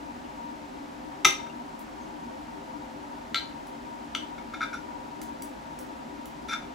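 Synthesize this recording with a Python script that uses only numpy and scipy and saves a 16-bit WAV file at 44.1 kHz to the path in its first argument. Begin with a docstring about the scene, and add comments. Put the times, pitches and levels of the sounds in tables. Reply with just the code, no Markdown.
"""A steel knife and fork work on a ceramic plate at a cloth-covered table in a small kitchen.
An appliance hums throughout: shaped noise with narrow drones. The blade first sings softly in wavering sines.
From 1.2 s the knife knocks on the plate in rings of decaying modes; fork ticks and more blade notes fall between.
From 4.4 s the edge skids in short squeaks: random slips ring the pressed plate under a wavering sine.
From 5.2 s the tines tick against the blade, and a last run of skids follows at 6.5 s; echoes trail the cutlery."""
import sys
import numpy as np
from scipy import signal
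from scipy.fft import rfft, irfft
from scipy.io import wavfile
from scipy.ndimage import uniform_filter1d

SR = 44100
rng = np.random.default_rng(int(sys.argv[2]) if len(sys.argv) > 2 else 0)


def waveform_to_disk(signal):
    """Save audio, clipped to [-1, 1], as 16-bit WAV at the path in sys.argv[1]."""
    frames = np.transpose(np.atleast_2d(signal))
    scaled = np.clip(frames, -1, 1) * 32767
    samples = np.round(scaled).astype(np.int16)
    wavfile.write(sys.argv[1], SR, samples)


N = 297234
RING_TIME = np.arange(SR // 2) / SR  # half a second, in s

# modes of the plate with the blade pressed on it: pitch_hz, level_db (relative), t60_s
PRESSED_MODES = [(1358, 16, 0.026), (1308, 11.5, .038), (1560, 8, 0.023), (2178, 3, 0.034),
                 (2344, -5.5, 0.13), (2420, 9, .007), (3534, 0.5, 0.017), (3610, -1.5, 0.031),
                 (3940, -6, .014), (4500, -17, .025), (4990, -18, 0.036), (5600, -20, .018),
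                 (5773, -16.5, 0.043), (6700, -10.5, 0.0055), (7550, -15, 0.0046), (9860, -21, 0.0069),
                 (11060, -19.5, 0.0046), (13000, -20, 0.0033)]

# grip and touching spot change from contact to contact: each mode shifts by up to 1.5 times this share
FREE_SHIFT, HELD_SHIFT = .002, .008


def from_db(db):
    """Decibels to gain."""
    return 10 ** (np.asarray(db) / 20)


def at_hz(points, hz):
    """Read a table on a log-frequency axis."""
    knots, values = np.transpose(points)
    return np.interp(np.log(np.maximum(hz, 1)), np.log(knots), values)


def add(track, s, sound):
    """Mix a sound into a track from time s on."""
    start = round(s * SR)
    track[start:start + len(sound)] += sound[:N - start]


def panned(x, pan_db):
    """Louder on the left by pan_db, one value or one for each frequency."""
    return irfft(rfft(x) * from_db(np.array([[.5], [-.5]]) * pan_db), N)


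def unit_energy(sound):
    """Scale a sound to the energy of 10 ms at rms 1."""
    return sound / np.sqrt(np.sum(sound ** 2) * 100 / SR)


def wavering_sine(hz, waver, smooth_samples):
    """A sine whose pitch wanders with smoothed noise; waver is the rms share of the pitch."""
    unsteady = uniform_filter1d(rng.standard_normal(len(RING_TIME)), size=smooth_samples)
    pitch_hz = hz * (1 + waver * unsteady / unsteady.std())
    return np.sin(2 * np.pi * np.cumsum(pitch_hz) / SR)


def swell_and_ring(length_s, attack_s, t60_s):
    """Loudness of a rubbed tone: it builds while the edge slides, then rings out."""
    build = 1 - np.exp(-RING_TIME / attack_s)
    return build * from_db(-60 * np.maximum(RING_TIME - length_s, 0) / t60_s)


def hum():
    """Steady whir with narrow drones; each drone stands in the room with its own balance between the ears."""
    # the air in the kitchen: pitch_hz, level_db_per_hz
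    air = [(12, -108), (30, -80.5), (56, -73), (110, -81.5), (250, -75.5), (450, -86), (680, -73),
           (1050, -77), (1600, -82.5), (3000, -90.5), (6500, -98.5), (10000, -102.5), (15500, -111)]
    # the air at the two ears: pitch_hz, likeness (the sum with the drones is held to -1 to 1)
    air_likeness = [(30, 0), (80, 1.8), (160, 0.9), (250, 2.5), (420, 2), (500, 0.95), (800, -0.37),
                    (1100, -0.5), (1700, -0.12), (2800, 0.5), (6000, .5)]
    # the air at the two ears: pitch_hz, left_over_right_db
    air_balance = [(60, 3.5), (420, -12), (680, -2), (1200, -2.5), (2200, 3.5), (4500, 4), (8000, -2)]
    # the appliance's drone, raised by the room:
    # pitch_hz, width_hz, level_db_per_hz, left_over_right_db, likeness (-1 to 1)
    drones = [(151.6, 12, -72.5, 5, 0.55), (178, 12.5, -76, -6, 0.61), (230, 13.6, -64, 4.5, 0.56),
              (248.7, 18.4, -66, -3.5, 0.94), (287.3, 19, -63, 3, 0.91), (309.2, 22.3, -63, 10, -0.47),
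              (391.6, 14.8, -68, 8, 0.61), (519.2, 6.1, -65, 7.5, -0.7), (533, 24, -68.5, 4, -0.7),
              (761.3, 8, -70.5, -13, 1), (847, 16.4, -70, 6, 1), (911, 11.8, -68, 4, 0.59),
              (941.8, 8.9, -56.5, 7.5, -0.97), (960, 2.1, -55.5, 6, -0.65)]

    hz = np.arange(N // 2 + 1) * SR / N
    power = from_db(at_hz(air, hz)) ** 2
    # likeness and balance are averaged by power where air and drones overlap
    alike = power * at_hz(air_likeness, hz)
    pan_db = power * at_hz(air_balance, hz)
    for centre, width, db, balance_db, likeness in drones:
        peak = (from_db(db) / (1 + 2 * ((hz - centre) / width) ** 2)) ** 2
        power = power + peak
        alike = alike + peak * likeness
        pan_db = pan_db + peak * balance_db
    alike = np.clip(alike / power, -1, 1)
    pan = from_db(pan_db / power)

    mid, side = rfft(rng.standard_normal((2, N))) * np.sqrt([1 + alike, 1 - alike])
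    ears = np.array([(mid + side) * pan, mid - side]) / np.sqrt(1 + pan ** 2)
    return irfft(ears * np.sqrt(power * SR / 2), N)


def evened(tail):
    """Diffuse echoes favour no single pitch: narrow peaks and dips are levelled to the broad trend."""
    spectrum = rfft(tail)
    power = np.abs(spectrum) ** 2
    narrow = uniform_filter1d(power, size=35)
    broad = uniform_filter1d(power, size=400)
    return irfft(spectrum * np.sqrt(np.abs(broad) / (np.abs(narrow) + 1e-9)), tail.shape[-1])


def kitchen(x, wet_db, likeness, gap_s=0.0064, build_s=0.0011, early_db=4, early_s=0.025):
    """Dense echoes from cupboards and walls after a short gap, the earliest lifted; the middle lasts longest."""
    # the kitchen's tail, before the early lift: pitch_hz, t60_s, level_db (relative)
    tail_bands = np.array([(300, 0.23, 15), (1350, 0.33, -3), (3500, 0.33, 2), (7000, .3, 1.5),
                           (14000, 0.23, 5.5)])
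    t = RING_TIME
    likeness = np.clip(likeness, -1, 1)
    mid, side = rng.standard_normal((2, len(t))) * np.sqrt([[1 + likeness], [1 - likeness]])
    white = rfft([mid + side, mid - side])
    hz = np.arange(len(t) // 2 + 1) * SR / len(t)

    tail = 0
    edges_hz = np.geomspace(100, 18000, 9)
    for low, high in zip(edges_hz, edges_hz[1:]):
        band = irfft(white * (hz >= low) * (hz < high), len(t))
        centre_hz = np.sqrt(low * high)
        t60_s = at_hz(tail_bands[:, [0, 1]], centre_hz)
        db = at_hz(tail_bands[:, [0, 2]], centre_hz)
        tail = tail + band * from_db(db - 60 * t / t60_s)
    onset = np.clip((t - gap_s) / build_s, 0, 1)
    tail = tail * onset * from_db(early_db * np.exp(-(t / early_s) ** 2))
    tail = evened(tail) * (t > gap_s) * (t < .4)
    tail /= np.sqrt(np.sum(tail ** 2, axis=1, keepdims=True))
    return from_db(wet_db) * signal.fftconvolve(x[None], tail, axes=1)[:, :N]


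def shifted(modes, share):
    """The same modes, each a little off its pitch."""
    hz, db, t60 = np.transpose(modes)
    return np.transpose([hz * (1 + share * rng.uniform(-1.5, 1.5, len(hz))), db, t60])


def strike(modes, pitch=1, tilt_db=0, shares_db=0, rise_s=0.00086):
    """Ring of a body after one tap: decaying sines of alternating sign; tilt_db is per octave."""
    ring = 0
    shares_db = shares_db + np.zeros(len(modes))
    for k, (hz, db, t60) in enumerate(modes):
        level_db = db + shares_db[k] + tilt_db * np.log2(hz) - 60 * RING_TIME / t60
        ring = ring + (-1) ** k * from_db(level_db) * np.sin(2 * np.pi * hz * pitch * RING_TIME)
    # the bending waves need a moment to spread
    return unit_energy(ring * (1 - np.exp(-RING_TIME / rise_s)))


def burst(sos, t60_s):
    """A dying puff of filtered noise."""
    decay = from_db(-60 * RING_TIME / t60_s) + 1e-18
    return unit_energy(signal.sosfilt(sos, rng.standard_normal(len(RING_TIME)) * decay))


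def blade_notes(attack_s=.003, t60_s=0.047, waver=0.02):
    """Drawn lightly over the glaze, the blade sings a few close partials, each wavering on its own."""
    # the blade's notes: start_s, length_s, pitch_hz, level_db (before the partial's own level)
    notes = [(0.244, .008, 2750, -50), (1.493, .012, 2770, -52.5), (2.012, .014, 6330, -61),
             (3.36, 0.017, 4100, -30)]
    # each note is a cluster: ratio_to_pitch, level_db (relative)
    partials = [(0.967, -6), (1, 0), (1.025, -7), (1.105, -11)]
    out = np.zeros(N)
    for s, length, hz, db in notes:
        swell = swell_and_ring(length, attack_s, t60_s)
        for ratio, partial_db in partials:
            tone = wavering_sine(ratio * hz, waver, 120)
            add(out, s, from_db(db + partial_db) * swell * tone)
    return out


def skids(slips_per_s=2200, squeak_t60_s=0.014, waver=0.033, squeak_power=2.1):
    """Tiny slips of the edge shake the plate; when they lock to its lowest mode, it squeaks."""
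    # the blade skids on the glaze, one row each time its edge slips: start_s, length_s, scrape_db,
    # force_rise_db (over the stroke), tilt_db_per_octave, squeak_hz, squeak_db (at full force)
    strokes = [(4.378, 0.0096, -46, 0, 5, 1350, -49), (4.5365, 0.014, -38.5, -7.5, 5.5, 1336, -47.5),
               (4.606, 0.0065, -33, -2, 3, 1376, -32.5), (4.6154, .004, -28.5, -6, 5, 1425, -28),
               (4.624, 0.014, -32.5, 1.5, 6, 1321, -28.5), (4.729, 0.0067, -39, -3, 7, 1448, -38.5),
               (4.7385, 0.0077, -42, 0.5, 9.5, 1396, -31.5), (6.481, .006, -36.5, 8, 8, 1400, -51),
               (6.491, 0.0092, -33.5, 0, 8, 1380, -39), (6.509, 0.02, -32.5, 1.5, 7, 1385, -39),
               (6.531, 0.0072, -26.5, -2.5, 5, 1370, -32)]
    out, t = np.zeros(N), RING_TIME
    for s, length, scrape_db, rise_db, tilt_db, squeak_hz, squeak_db in strokes:
        slid = np.minimum(t, length)
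        force = from_db(rise_db * (slid / length - 1.0))  # ends the stroke at 1

        happens = rng.random(len(t)) < slips_per_s / SR
        slips = happens * rng.standard_normal(len(t)) * (t < length)
        slips[0] = 1  # the first slip breaks the edge loose
        ring = strike(shifted(PRESSED_MODES, HELD_SHIFT), tilt_db=tilt_db)
        scrape = signal.fftconvolve(slips * force, ring)[:len(t)]
        scrape /= np.sqrt(np.sum(scrape ** 2) / (length * SR))

        # the squeak grows faster with force than the scrape
        loudness = np.sqrt(2) * force ** squeak_power * swell_and_ring(length, .0015, squeak_t60_s)
        squeak = loudness * wavering_sine(squeak_hz, waver, 160)
        add(out, s, from_db(scrape_db) * scrape + from_db(squeak_db) * squeak)
    return out


def blade(focus_hz, focus_db=12, focus_octaves=0.34):
    """The spot where the blade is touched favours its modes around one frequency."""
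    # the knife blade, damped by the hand: pitch_hz, level_db (relative), t60_s
    blade_modes = [(1900, -3, 0.029), (2087, 16, 0.017), (2630, 8, 0.014), (2960, 9, 0.021),
                   (3200, 2, 0.014), (3523, 5, 0.023), (3620, -2, 0.013), (3980, 4.5, 0.016),
                   (4340, -3, 0.022), (4640, -2, 0.024), (4760, 3, 0.022), (5800, -5, 0.012),
                   (5900, -2, 0.012), (7000, 3.5, .01), (7700, -2, 0.011), (8070, -7, 0.018)]
    octaves = np.log2(np.array(blade_modes)[:, 0] / focus_hz)
    favour_db = focus_db * np.exp(-(octaves / focus_octaves) ** 2)
    return strike(shifted(blade_modes, HELD_SHIFT), shares_db=favour_db)


def contacts(jar_db=-25, jar_damped_db=-2, tick_pressure=0.45, tick_blade_db=2):
    """Knocks and ticks as one list: a knock jars the fork, a tick passes through the blade to the plate."""
    # the knife knocks on the plate and chatters, one row a contact:
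    # start_s, plate_db, pressure (0-1), blade_over_plate_db, blade_focus_hz
    knocks = [(1.247, -15.5, 0.01, -15, 3600), (1.2508, -12.5, 0.01, -21, 2300),
              (1.2527, -22, 0.1, -12, 2100), (1.2558, -34, 0.5, 0, 2050), (1.4662, -48, 0.8, -15, 3550),
              (3.3444, -28.5, 0.84, 2.5, 3880), (3.3577, -35, 1, 0, 4250), (3.3615, -39.5, 0.6, -3, 4300),
              (3.3728, -40, 1, -2, 4200), (4.148, -48, 0.6, 8, 3230), (4.1492, -31, 0.58, 3, 3330)]
    # the fork ticks against the blade: start_s, tines_db, blade_over_tines_db,
    # tines_tilt_db_per_octave, tines_pitch_ratio, blade_focus_hz
    fork_ticks = [(1.792, -53, -18, -19, 1.2, 7600), (3.669, -56.5, -5, 11, 0.91, 4000),
                  (5.216, -44, -7, -12, 0.88, 6000), (5.4211, -42, -11.5, -6, 0.83, 5800),
                  (5.7888, -46.5, -14, -5, 0.81, 5700), (6.256, -51, -3.5, -8, 1.012, 6400)]
    rows = []
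    for s, db, pressure, blade_db, focus_hz in knocks:
        # the tines sound under the plate, less so when the knife is pressed down
        tines_db = db + jar_db + jar_damped_db * pressure
        rows.append((s, db, pressure, blade_db, focus_hz, tines_db, 0, 1))
    for s, db, passed_db, tilt_db, pitch, focus_hz in fork_ticks:
        plate_db = db + passed_db - tick_blade_db
        rows.append((s, plate_db, tick_pressure, tick_blade_db, focus_hz, db, tilt_db, pitch))
    return rows


def clinks(crack_db=0, crack_t60_s=0.03, crack_hz=4800, tine_spread_db=4):
    """Each contact rings plate, blade and tines in its own shares; returns the clanks and the thin ticks."""
    # the struck plate: pitch_hz, level_db (relative), t60_s
    plate_modes = [(370, -13, 0.064), (800, -10.5, .03), (920, -6, 0.029), (1217, 2, 0.046),
                   (1314, 4.5, 0.06), (1645, -8, 0.022), (2060, 7.5, .033), (2297, -1.5, 0.043),
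                   (2396, 2, 0.028), (2660, 2.5, 0.024), (2860, -8, 0.04), (2920, -2, 0.021),
                   (3240, -4, 0.019), (3600, 0, .038), (3580, -20, 0.11), (3650, 0.5, 0.02),
                   (3990, 0, 0.022), (4840, -19, 0.018), (5320, -4, 0.019), (5630, -4, .065),
                   (6035, 5, 0.023), (6030, -21, 0.096), (6040, -4.5, 0.02), (6270, -8, 0.035),
                   (6700, -6, .02), (7340, -7.5, 0.015), (7700, -17, 0.039), (9830, -4, 0.027)]
    # the fork's tines, before each contact's pitch ratio: pitch_hz, level_db (relative), t60_s
    tine_modes = [(5760, -3, 0.032), (6350, -7, 0.016), (6870, 8, .015), (7140, 9.5, 0.029),
                  (8020, -0.5, 0.068), (9570, 8.5, 0.027), (10160, 15, .035), (11500, 3, .025),
                  (11950, 14, 0.023), (12370, 13, 0.032), (13900, -1, 0.023), (14700, 1, .02),
                  (15400, -11, 0.022)]
    click_db, click_band_hz, click_t60_s = -12.5, [1260, 5160], 0.039
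    thud_db, thud_band_hz, thud_t60_s = -28.5, [85, 594], 0.052
    bright = signal.butter(2, crack_hz, "high", fs=SR, output="sos")
    dry_band = signal.butter(2, click_band_hz, "band", fs=SR, output="sos")
    low_band = signal.butter(2, thud_band_hz, "band", fs=SR, output="sos")

    clanks, ticks = np.zeros((2, N))
    for s, plate_db, pressure, blade_db, focus_hz, tines_db, tilt_db, pitch in contacts():
        pressure = np.clip(pressure, 0, 1)
        # a free plate thumps the table when struck
        thud = from_db(thud_db) * burst(low_band, thud_t60_s)
        free = strike(shifted(plate_modes, FREE_SHIFT)) + thud
        pressed = strike(shifted(PRESSED_MODES, HELD_SHIFT))
        # steel meets glaze with a dry click
        click = from_db(click_db) * burst(dry_band, click_t60_s)
        plate = np.sqrt(1 - pressure) * free + np.sqrt(pressure) * pressed + click
        add(clanks, s, from_db(plate_db) * (plate + from_db(blade_db) * blade(focus_hz)))

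        # the serrated edge catches with a brief bright crack
        crack = from_db(crack_db) * burst(bright, crack_t60_s)
        shares_db = tine_spread_db * rng.standard_normal(len(tine_modes))
        tines = strike(tine_modes, pitch, tilt_db, shares_db)
        add(ticks, s, from_db(tines_db) * (tines + crack) / np.sqrt(2))
    return clanks, ticks


def scene():
    """Cutlery and plate a little left of centre, their echoes, and the hum."""
    # the place setting between the ears: pitch_hz, left_over_right_db
    plate_balance = [(1300, 2.5), (2300, 1.5), (3500, 4)]
    clanks, ticks = clinks()
    plate = clanks + skids() + blade_notes()
    plate_echoes = kitchen(plate, wet_db=-1.0, likeness=.3)
    tick_echoes = kitchen(ticks, wet_db=-0.5, likeness=0.9)
    balance_db = at_hz(plate_balance, np.arange(N // 2 + 1) * SR / N)
    direct = panned(plate + ticks, balance_db)
    return direct + panned(plate_echoes + tick_echoes, pan_db=2.5) + hum()


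def record(dry, merge_hz=7200, port_lag_s=.000268, cutoff_hz=15800):
    """In the high treble both channels carry the left signal, the left later; peaks are rounded, the top cut."""
    hz = np.arange(N // 2 + 1) * SR / N
    spectrum = rfft(dry)
    share = np.clip((hz - merge_hz) / 1000 + .5, 0, 1)  # crossfade 1 kHz wide
    lag = np.exp(-2j * np.pi * hz * port_lag_s)
    shared = spectrum[0] * np.array([lag, np.ones(len(hz))])
    merged = irfft(spectrum * (1 - share) + shared * share, N)
    rounded = np.tanh(merged)
    return signal.sosfilt(signal.ellip(10, .1, 80, cutoff_hz, fs=SR, output="sos"), rounded)


dry = scene()
out = record(dry)
waveform_to_disk(out)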